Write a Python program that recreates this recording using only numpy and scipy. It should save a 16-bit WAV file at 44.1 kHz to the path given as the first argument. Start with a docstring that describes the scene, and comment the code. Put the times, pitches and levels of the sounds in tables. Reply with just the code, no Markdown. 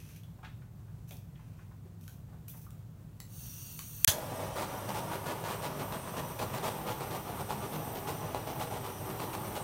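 """Butane torch over a table

A ventilation hum fills a small room while a hand clicks, knocks and slides on the torch.
The valve opens with a thin nozzle hiss, the igniter snaps and the gas catches with a low pop.
The turbulent flame roars under the hiss of its jet and flares several times a second as it is
waved about. It turns boomier and duller as it comes nearer over the table."""
import sys
import numpy as np
from scipy import signal
from scipy.fft import rfft, irfft, next_fast_len
from scipy.io import wavfile

SR = 44100
rng = np.random.default_rng(int(sys.argv[2]) if len(sys.argv) > 2 else 0)


def unload_wav(signal):
    """Save mono or channel-first audio to the path in sys.argv[1] as 16-bit WAV at rate SR, clipped to [-1, 1]."""
    wavfile.write(
        sys.argv[1],
        SR,
        np.round(np.clip(np.atleast_2d(signal).T, -1, 1) * 32767).astype(np.int16),
    )


N = 424683
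TIME = np.arange(N) / SR
CATCH_S, CATCH_RISE_S = 4.076, 0.01  # the flame takes over from the cold hiss
NEAR_S, APPROACH_S = 5.5, 2.2  # the torch is brought nearer over the table


def amp(db):
    """Decibels to gain."""
    return 10 ** (np.asarray(db) / 20)


def unit(x):
    """Scales to rms 1."""
    return x / np.sqrt(np.mean(x ** 2) + 1e-20)


def add(mix, s, sound):
    """Mixes a sound in at time s."""
    part = mix[max(round(s * SR), 0):][:len(sound)]
    part += sound[:len(part)]


def ramp(start, length):
    """Linear fade from 0 to 1 that stays up."""
    return np.clip((TIME - start) / length, 0, 1)


def decay(t, t60):
    """Falls by 60 dB in t60."""
    return np.exp(-np.log(1000) * np.maximum(t, 0) / t60)


def burst(t, length, rise, t60):
    """Attack, hold until length, release."""
    return (1 - decay(t, rise)) * decay(t - length, t60)


def drift(rate_hz):
    """Random modulator of rms 1, moving at up to the given rate."""
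    spectrum = rfft(rng.standard_normal(N // 32))
    hz = np.arange(len(spectrum)) * SR / N
    slow = irfft(spectrum / (1 + (hz / rate_hz) ** 4))
    return unit(np.interp(np.linspace(0, 1, N), np.linspace(0, 1, len(slow)), slow))


def along(points, hz):
    """Reads a table on a log-frequency axis."""
    f, value = np.transpose(points)
    return np.interp(np.log(hz + 1), np.log(f + 1), value)


def resonances(peaks, hz):
    """Summed dB of bell-shaped peaks and dips."""
    return sum(db / (1 + (2 * (hz - centre) / width) ** 2) for centre, width, db in peaks)


def noise(colour, peaks=(), size=N, tilt=0, grains_per_s=SR):
    """Noise of rms 1 with an EQ curve, peaks and a tilt in dB/octave; few grains make it crackle."""
    full = next_fast_len(size)
    hz = np.fft.rfftfreq(full, 1 / SR)
    db = along(colour, hz) + tilt * np.log2(hz + 1) + resonances(peaks, hz)
    grains = rng.standard_normal(full) * (rng.random(full) < grains_per_s / SR)
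    return unit(irfft(rfft(grains) * amp(db), full)[:size])


def band(centre_hz, width_hz):
    """Noise of rms 1 ringing in one resonance, steady or gliding."""
    size = next_fast_len(N)
    hz = np.fft.fftfreq(size, 1 / SR)
    white = rng.standard_normal(2 * size).view(complex)
    fuzz = np.fft.ifft(white / (1 + (2 * hz / width_hz) ** 2))[:N]
    phase = 2 * np.pi * np.cumsum(centre_hz * np.ones(N)) / SR
    return unit(fuzz.real * np.cos(phase) - fuzz.imag * np.sin(phase))


# Reverb time of the small room (f/Hz, t60/s)
ROOM_DECAY = [(200, 0.41), (1300, 0.26), (3500, 0.38), (9000, 0.29), (16000, 0.42)]
def room(x, wet_db):
    """Direct sound plus a short tail of sparse reflections; the power is kept."""
    size, taps_per_s, predelay_s = SR // 2, 3000, .003
    taps = rng.choice([-1, 1], size) * (rng.random(size) < taps_per_s / SR)
    hz, t, spectra = signal.stft(taps * (TIME[:size] > predelay_s), SR, nperseg=256)
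    fade = 1000. ** (-t / along(ROOM_DECAY, hz)[:, None])
    tail = signal.istft(spectra * fade, SR, nperseg=256)[1]
    wet = signal.fftconvolve(x, tail / np.linalg.norm(tail))[:N]
    return (x + amp(wet_db) * wet) / np.hypot(1, amp(wet_db))


def moving_room(x, wet_db, cycle_s=2.3):
    """Three reverbs crossfade: the reflections change as the torch is waved about."""
    phases = 2 * np.pi * (TIME / cycle_s + np.arange(3)[:, None] / 3)
    return sum(room(x, wet_db) * (1 + np.cos(phase)) / 3 for phase in phases)


def near_echoes(x, count=4, sway_ms=.22):
    """Reflections off nearby things slide as the hand moves and make the hiss shimmer."""
    lags_ms = [lag + sway_ms * drift(rate_hz=1.5) for lag in rng.uniform(1.2, 6, count)]
    late = sum(np.interp(TIME - lag / 1000, TIME, x) for lag in lags_ms) / np.sqrt(count)
    return np.std(x) * unit(x + amp(-3) * late)


# EQ of the room tone (f/Hz, level/dB)
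RUMBLE_EQ = [(24, -42), (37, -8), (60, 1.5), (90, -1.5), (115, 6), (165, 1), (185, -5), (240, -10.5),
             (420, -20.5), (1000, -26.5), (2200, -36.5), (5000, -40.5), (12000, -39.5), (16000, -38)]
# Fan tones (f/Hz, level/dB, wander/Hz)
FAN_TONES = [(99.9, -55.5, 0.87), (119.5, -58, 2.345), (160.3, -59, 2.7), (191, -67.5, 3.26)]
def ventilation():
    """A bed of low rumble with a few wandering fan tones."""
    unsteady = amp(.6 * drift(rate_hz=9))
    out = amp(-50) * noise(RUMBLE_EQ) * unsteady
    for hz, db, wander in FAN_TONES:
        pitch = hz + wander * drift(rate_hz=5.5)
        out += amp(db) * np.sqrt(2) * np.sin(2 * np.pi * np.cumsum(pitch) / SR)
    return out


# EQ of skin on the torch (f/Hz, level/dB)
SLIDE_EQ = [(500, -22), (1500, -5), (2000, -6), (2600, 1.5), (3300, -6), (5000, -5.5), (6100, 1.5),
            (7300, -7.5), (10000, -1.5), (12500, -0.5), (15000, -4.5)]
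# The torch slips in the hand (t/s, length/s, relative level/dB, tilt/dB per octave)
SLIDE_CUES = [(0, 0.17, -60.5, -1.5), (1.074, 0.057, -59, 2), (1.104, .02, -55, 7), (1.358, 0.27, -70, -5),
              (2.013, 0.12, -65, 3), (2.48, 0.0092, -44, 9), (2.5, .025, -61, 3), (2.552, .03, -55.5, 5.5),
              (2.613, 0.027, -59.5, 3)]
def slides():
    """Skin rubs unevenly along the torch."""
    out, t = np.zeros(N), TIME[:SR // 2]
    for s, length, db, brightness in SLIDE_CUES:
        rub = noise(SLIDE_EQ, size=len(t), tilt=brightness)
        add(out, s, amp(db) * rub * burst(t, length, rise=0.008, t60=0.12))
    return out * amp(2.5 * drift(rate_hz=87))


# Ring of the torch body, also struck by the igniter (f/Hz, width/Hz, level/dB)
BODY_MODES = [(1660, 220, 11), (3380, 450, 12), (4340, 200, 4), (6180, 120, 15), (6800, 170, 10.5),
              (9800, 430, 5), (14700, 500, -4)]
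def contacts(cues, octaves, rise, t60, ring_share):
    """Each touch is a noise burst around its centre frequency, coloured by the torch body."""
    out, t = np.zeros(N), TIME[:SR // 4]
    hz = np.geomspace(40, 20000, 400)
    ring = [(f, width, ring_share * db) for f, width, db in BODY_MODES]
    for s, db, centre in cues:
        bell_db = -15 * np.log1p((np.log2(hz / centre) / octaves) ** 2 / 2)
        hit = noise(np.column_stack([hz, bell_db]), ring, size=len(t))
        add(out, s, amp(db) * hit * burst(t, 0, rise, t60))
    return out


# Hard clicks of trigger and valve (t/s, level/dB, f/Hz)
CLICK_CUES = [(.234, -50, 3500), (1.109, -40, 4500), (1.168, -45, 12000), (2.011, -51, 12000),
              (2.039, -52, 14000), (2.079, -40.5, 11000), (2.095, -53, 3500), (2.482, -40, 16000),
              (2.706, -46, 14000), (3.202, -33, 3580), (3.791, -27, 7000)]
# Pitched tinks of small parts (t/s, level/dB, f/Hz)
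TINK_CUES = [(.234, -57, 3250), (1.109, -48, 2500), (1.112, -51, 3440), (1.353, -64, 3150),
             (2.08, -56, 1500), (2.485, -60, 2500), (2.5, -59, 3450), (2.666, -51, 1220),
             (2.699, -65, 1270), (3.791, -48, 1140)]
# Soft knocks of the hand (t/s, relative level/dB, f/Hz)
KNOCK_CUES = [(.385, -59, 800), (.429, -47.5, 1010), (.44, -50.5, 1350), (.445, -48.5, 2200),
              (.615, -62, 1500), (.877, -64, 1100), (1.109, -50, 480), (1.354, -64, 1900),
              (1.392, -59, 1100), (1.587, -58, 1200), (1.71, -59, 960), (1.849, -53, 288),
              (2.285, -62, 1000), (2.325, -56.5, 750), (2.537, -54.5, 930)]
def handling():
    """Hand foley: hard parts hit fast and bright, skin lands slow and dull."""
    clicks = contacts(CLICK_CUES, octaves=3.4, rise=0.001, t60=0.013, ring_share=0.15)
    tinks = contacts(TINK_CUES, octaves=.085, rise=0.001, t60=.06, ring_share=.1)
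    knocks = contacts(KNOCK_CUES, octaves=0.69, rise=0.024, t60=0.092, ring_share=0.065)
    hard = room(clicks, wet_db=-0.5) + room(tinks, wet_db=-2)
    return hard + amp(1) * room(amp(3.5) * knocks + slides(), wet_db=-0.5)


def whistles(peaks, swell_db, rate_hz, bend_share=.005):
    """Each resonance swells and fades by itself; all bend together with the gas flow."""
    bend = 1 + bend_share * drift(rate_hz)
    voices = (amp(db + swell_db * drift(rate_hz)) * band(hz * bend, width) for hz, width, db in peaks)
    return unit(sum(voices))


# Pitch curve of the nozzle's top whistle (t/s, f/Hz)
WHISTLE_GLIDE = [(3.42, 14750), (3.54, 13950), (3.76, 13850), (4.03, 14400)]
def sliding_whistles(width_hz=650):
    """A breathy whistle sags as the valve opens, then climbs; a lower one joins at full flow."""
    hz = np.interp(TIME, *np.transpose(WHISTLE_GLIDE))
    lower = amp(-7) * ramp(start=3.88, length=.1) * band(.853 * hz, width_hz)
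    return amp(-7.5) * band(hz, width_hz) + lower


# EQ of the unlit gas (f/Hz, level/dB)
GAS_EQ = [(500, -36), (1100, -2.5), (1600, -7.5), (2300, -9.5), (3500, -0.5), (4500, -7), (5000, -20),
          (6000, 5), (7600, -3.5), (9600, 5.5), (10400, 1), (11400, 6.5), (13000, -2), (15700, 7.5)]
# Nozzle resonances (f/Hz, width/Hz, level/dB)
NOZZLE_MODES = [(2770, 390, -8), (4500, 420, -8), (5780, 450, -1), (6460, 600, -0.5), (8770, 900, -2.5),
                (13900, 1100, -1)]
def cold_gas():
    """Gas hisses and whistles faintly through the nozzle from the valve opening until it catches."""
    hiss = amp(-1) * noise(GAS_EQ)
    whistle = amp(-7) * whistles(NOZZLE_MODES, swell_db=2.5, rate_hz=3.5) + sliding_whistles()
    flow = ramp(start=3.265, length=0.14) * (1 - ramp(CATCH_S, CATCH_RISE_S))
    return room(near_echoes(amp(-47.5) * flow * (hiss + whistle)), wet_db=-14.5)


# EQ of the sharp snap (f/Hz, level/dB)
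SNAP_EQ = [(200, -55), (1500, -7.5), (4000, -3), (7000, -3), (10000, 6.5), (15000, 1), (16500, -22)]
# EQ of the ringing clack after it (f/Hz, level/dB)
CLACK_EQ = [(40, 6), (150, -2), (330, -22), (900, -2), (2400, -5), (4500, -1.5), (8000, -1), (14000, 1),
            (15700, -2), (16500, -16)]
def igniter(pop_hz=95):
    """The striker snaps and rebounds, the body rings on, and the gas catches with a low pop."""
    out, t = np.zeros(N), TIME[:SR // 2]
    snap = np.tanh(.5 * noise(SNAP_EQ, size=SR // 500))
    add(out, 4.0459, amp(-3.5) * (snap - snap.mean()))
    ring_out = amp(-19) * decay(t, t60=.18) + amp(-42) * decay(t, t60=.02)
    add(out, 4.0757, noise(CLACK_EQ, BODY_MODES, size=len(t)) * ring_out)
    rebound = noise(CLACK_EQ, BODY_MODES, size=len(t)) * decay(t, t60=0.03)
    add(out, 4.0815, amp(-28) * rebound)
    swell = t / 0.0051
    pop = swell * np.exp(1 - swell) * np.sin(2 * np.pi * pop_hz * t)
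    add(out, 4.079, amp(-24.5) * pop)
    return signal.sosfilt(signal.butter(3, 65, "high", fs=SR, output="sos"), out)


def freshness(settle_s):
    """1 when the gas catches, easing to 0 as the flame settles."""
    return np.exp(-np.maximum(TIME - CATCH_S, 0) / settle_s)


# EQ of the burning jet (f/Hz, level/dB)
JET_EQ = [(1000, -22), (3000, 5), (4300, -0.5), (4900, 0.5), (5300, 3.5), (7300, -1), (9800, -1),
          (10400, 6), (11200, 4.5), (13400, -21), (15700, 1)]
# Burner tube resonances (f/Hz, width/Hz, level/dB)
BURNER_MODES = [(5900, 420, -2), (8590, 1000, 3.5), (9630, 530, -0.5), (12400, 1700, 4.5),
                (14400, 800, 5.5)]
def jet(duck):
    """The jet hisses harder while the flame is fresh; the tube's whistle grows as it comes nearer."""
    near = ramp(NEAR_S, APPROACH_S)
    whistle = amp(-52.5 + 1.5 * near) * whistles(BURNER_MODES, swell_db=2.1, rate_hz=4.4)
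    hiss = amp(-55 + 5.5 * freshness(settle_s=0.85)) * noise(JET_EQ)
    return hiss + whistle * duck ** 0.68


# EQ of the steady combustion (f/Hz, level/dB)
ROAR_EQ = [(40, -53), (90, 6), (170, 7), (215, 2.5), (300, 0.5), (550, 1), (900, 1.5), (1150, -0.5),
           (1600, -7.5), (2200, -11.5), (3300, -16.5), (4500, -24.5), (8000, -46), (16000, -47)]
# Room resonances near the flame, also heard in the flares (f/Hz, width/Hz, level/dB)
ROOM_MODES = [(159, 5.6, 1), (332, 13, 3), (410, 12, 4), (461, 13, 4.5), (655, 28, 2.5)]
def roar():
    """Turbulent combustion: hollow when fresh, booming over the table."""
    hollow = amp(-43.5) * freshness(settle_s=0.88) * band(centre_hz=591, width_hz=320)
    boom = amp(-50) * ramp(NEAR_S, length=.2) * band(centre_hz=150.2, width_hz=106)
    steady = amp(-39.5 - 0.2 * freshness(settle_s=0.85)) * noise(ROAR_EQ, ROOM_MODES)
    return steady + hollow + boom


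# EQ of a flare (f/Hz, level/dB)
FLARE_EQ = [(60, -62), (150, 9), (300, 0.5), (550, 3.5), (950, 4), (1600, -5.5), (2200, -8.5), (3400, -11),
            (4500, -14), (7000, -18.5), (10000, -17.5), (15700, -22.5)]
# The flame tears in the moving air (t/s, length/s, relative level/dB)
FLARE_CUES = [(4.39, 0.056, -40.5), (4.554, 0.092, -35), (4.715, .06, -43.5), (4.878, 0.04, -36),
              (4.941, 0.054, -35), (5.113, 0.05, -36), (5.255, 0.066, -35.5), (5.436, 0.047, -36),
              (5.483, 0.058, -36), (5.621, 0.049, -34.5), (5.786, 0.042, -37.5), (5.923, 0.036, -39),
              (6.063, 0.034, -41), (6.165, 0.031, -34.5), (6.386, 0.051, -34.5), (6.529, 0.057, -36),
              (6.626, 0.065, -33), (6.747, 0.076, -42.5), (6.863, .06, -35), (6.998, 0.041, -38),
              (7.102, 0.065, -37), (7.271, 0.028, -40), (7.388, 0.023, -37), (7.489, 0.043, -36),
              (7.613, 0.049, -40), (7.717, 0.048, -37.5), (7.95, 0.039, -38), (8.071, 0.034, -34.5),
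              (8.205, 0.053, -43), (8.346, 0.029, -38.5), (8.467, 0.047, -39.5), (8.594, 0.04, -34.5),
              (8.704, 0.072, -39), (8.839, 0.038, -37.5), (9.09, 0.027, -39.5), (9.188, 0.057, -36.5),
              (9.33, 0.022, -33.5), (9.442, 0.043, -40.5), (9.551, 0.027, -34)]
# The flame spits sharply (t/s, relative level/dB)
SPIT_CUES = [(5.924, -27), (8.347, -23.5), (8.473, -29), (8.598, -25)]
def flares(typical_db=-37):
    """Gusts tear the flame into sputtering roar; louder flares are brighter, shorter ones snappier."""
    out, t = np.zeros(N), TIME[:SR // 3]
    for s, length, db in FLARE_CUES:
        brightness = .4 + 0.23 * (db - typical_db)
        swell = burst(t, length, rise=0.44 * length, t60=0.049)
        rush = noise(FLARE_EQ, ROOM_MODES, size=len(t), tilt=brightness)
        sputter = noise(FLARE_EQ, ROOM_MODES, size=len(t), tilt=brightness - .6, grains_per_s=1100)
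        add(out, s, amp(db) * swell * unit(rush + amp(-4) * sputter))
    for s, db in SPIT_CUES:
        add(out, s, amp(db) * decay(t, t60=0.015) * noise(FLARE_EQ, size=len(t), tilt=0.22))
    return out * amp(2.1 * drift(rate_hz=300))


def lulls(lead_s, depth_db):
    """The level ducks just before each flare, as moving air stretches the flame thin."""
    dips = sum(np.exp(-((TIME - s + lead_s) / (0.28 * lead_s)) ** 2) for s, *_ in FLARE_CUES)
    return amp(-depth_db * dips)


# Sweep of the flame's two broad resonances (t/s, lower f/Hz, upper f/Hz)
FLAME_SWEEP = [(4.3, 580, 880), (5.0, 560, 930), (5.7, 560, 1010), (6.5, 576, 940), (7.0, 474, 815),
               (7.7, 424, 800), (8.7, 384, 820), (9.6, 380, 830)]
def over_table(x):
    """Two resonances slide as the torch moves over the table; up close the upper mids dull."""
    hz, t, spectra = signal.stft(x, SR, nperseg=1024)
    when, lower, upper = np.transpose(FLAME_SWEEP)
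    near = np.interp(t, TIME, ramp(NEAR_S, APPROACH_S))
    bells = [(np.interp(t, when, lower), 110, 3.5),  # f/Hz, width/Hz, level/dB
             (np.interp(t, when, upper), 170, 4),
             (1700, 600, -2.5 * near)]
    return signal.istft(spectra * amp(resonances(bells, hz[:, None])), SR, nperseg=1024)[1][:N]


def flame():
    """The lit torch: one flutter shakes both roar and jet, and the flares ride on top."""
    flutter, duck = drift(rate_hz=10), lulls(lead_s=0.047, depth_db=1.5)
    lit = ramp(CATCH_S, CATCH_RISE_S)
    burn = roar() * lit * amp(-2 + 1.25 * flutter) * duck
    grain = amp(1.1 * drift(rate_hz=310))
    hiss = jet(duck) * lit * amp(0.26 * flutter) * duck ** 0.38
    fire = over_table(burn * grain + amp(-1.7) * flares())
    return moving_room(fire, wet_db=-1.5) + room(near_echoes(hiss), wet_db=-7.5)


def scene():
    """Room tone, hand foley and torch in one mono mix."""
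    return (ventilation() + handling() + cold_gas() + igniter() + flame())[None]


# Dips in the microphone's response (f/Hz, width/Hz, level/dB)
MIC_EQ = [(4860, 340, -1), (10540, 560, -5.5)]
def record(dry):
    """Microphone colour, an instant of silence after the snap, then a steep low-pass."""
    mute_from_s, mute_to_s, cutoff_hz = 4.048, 4.0755, 15850
    size = next_fast_len(N)
    response = amp(resonances(MIC_EQ, np.fft.rfftfreq(size, 1 / SR)))
    heard = irfft(rfft(dry, size) * response, size)[:, :N]
    live = (TIME < mute_from_s) | (TIME > mute_to_s)
    lowpass = signal.firwin(801, cutoff_hz, window=("kaiser", 9), fs=SR)
    return signal.oaconvolve(heard * live, lowpass[None], "same")


dry = scene()
out = record(dry)
unload_wav(out)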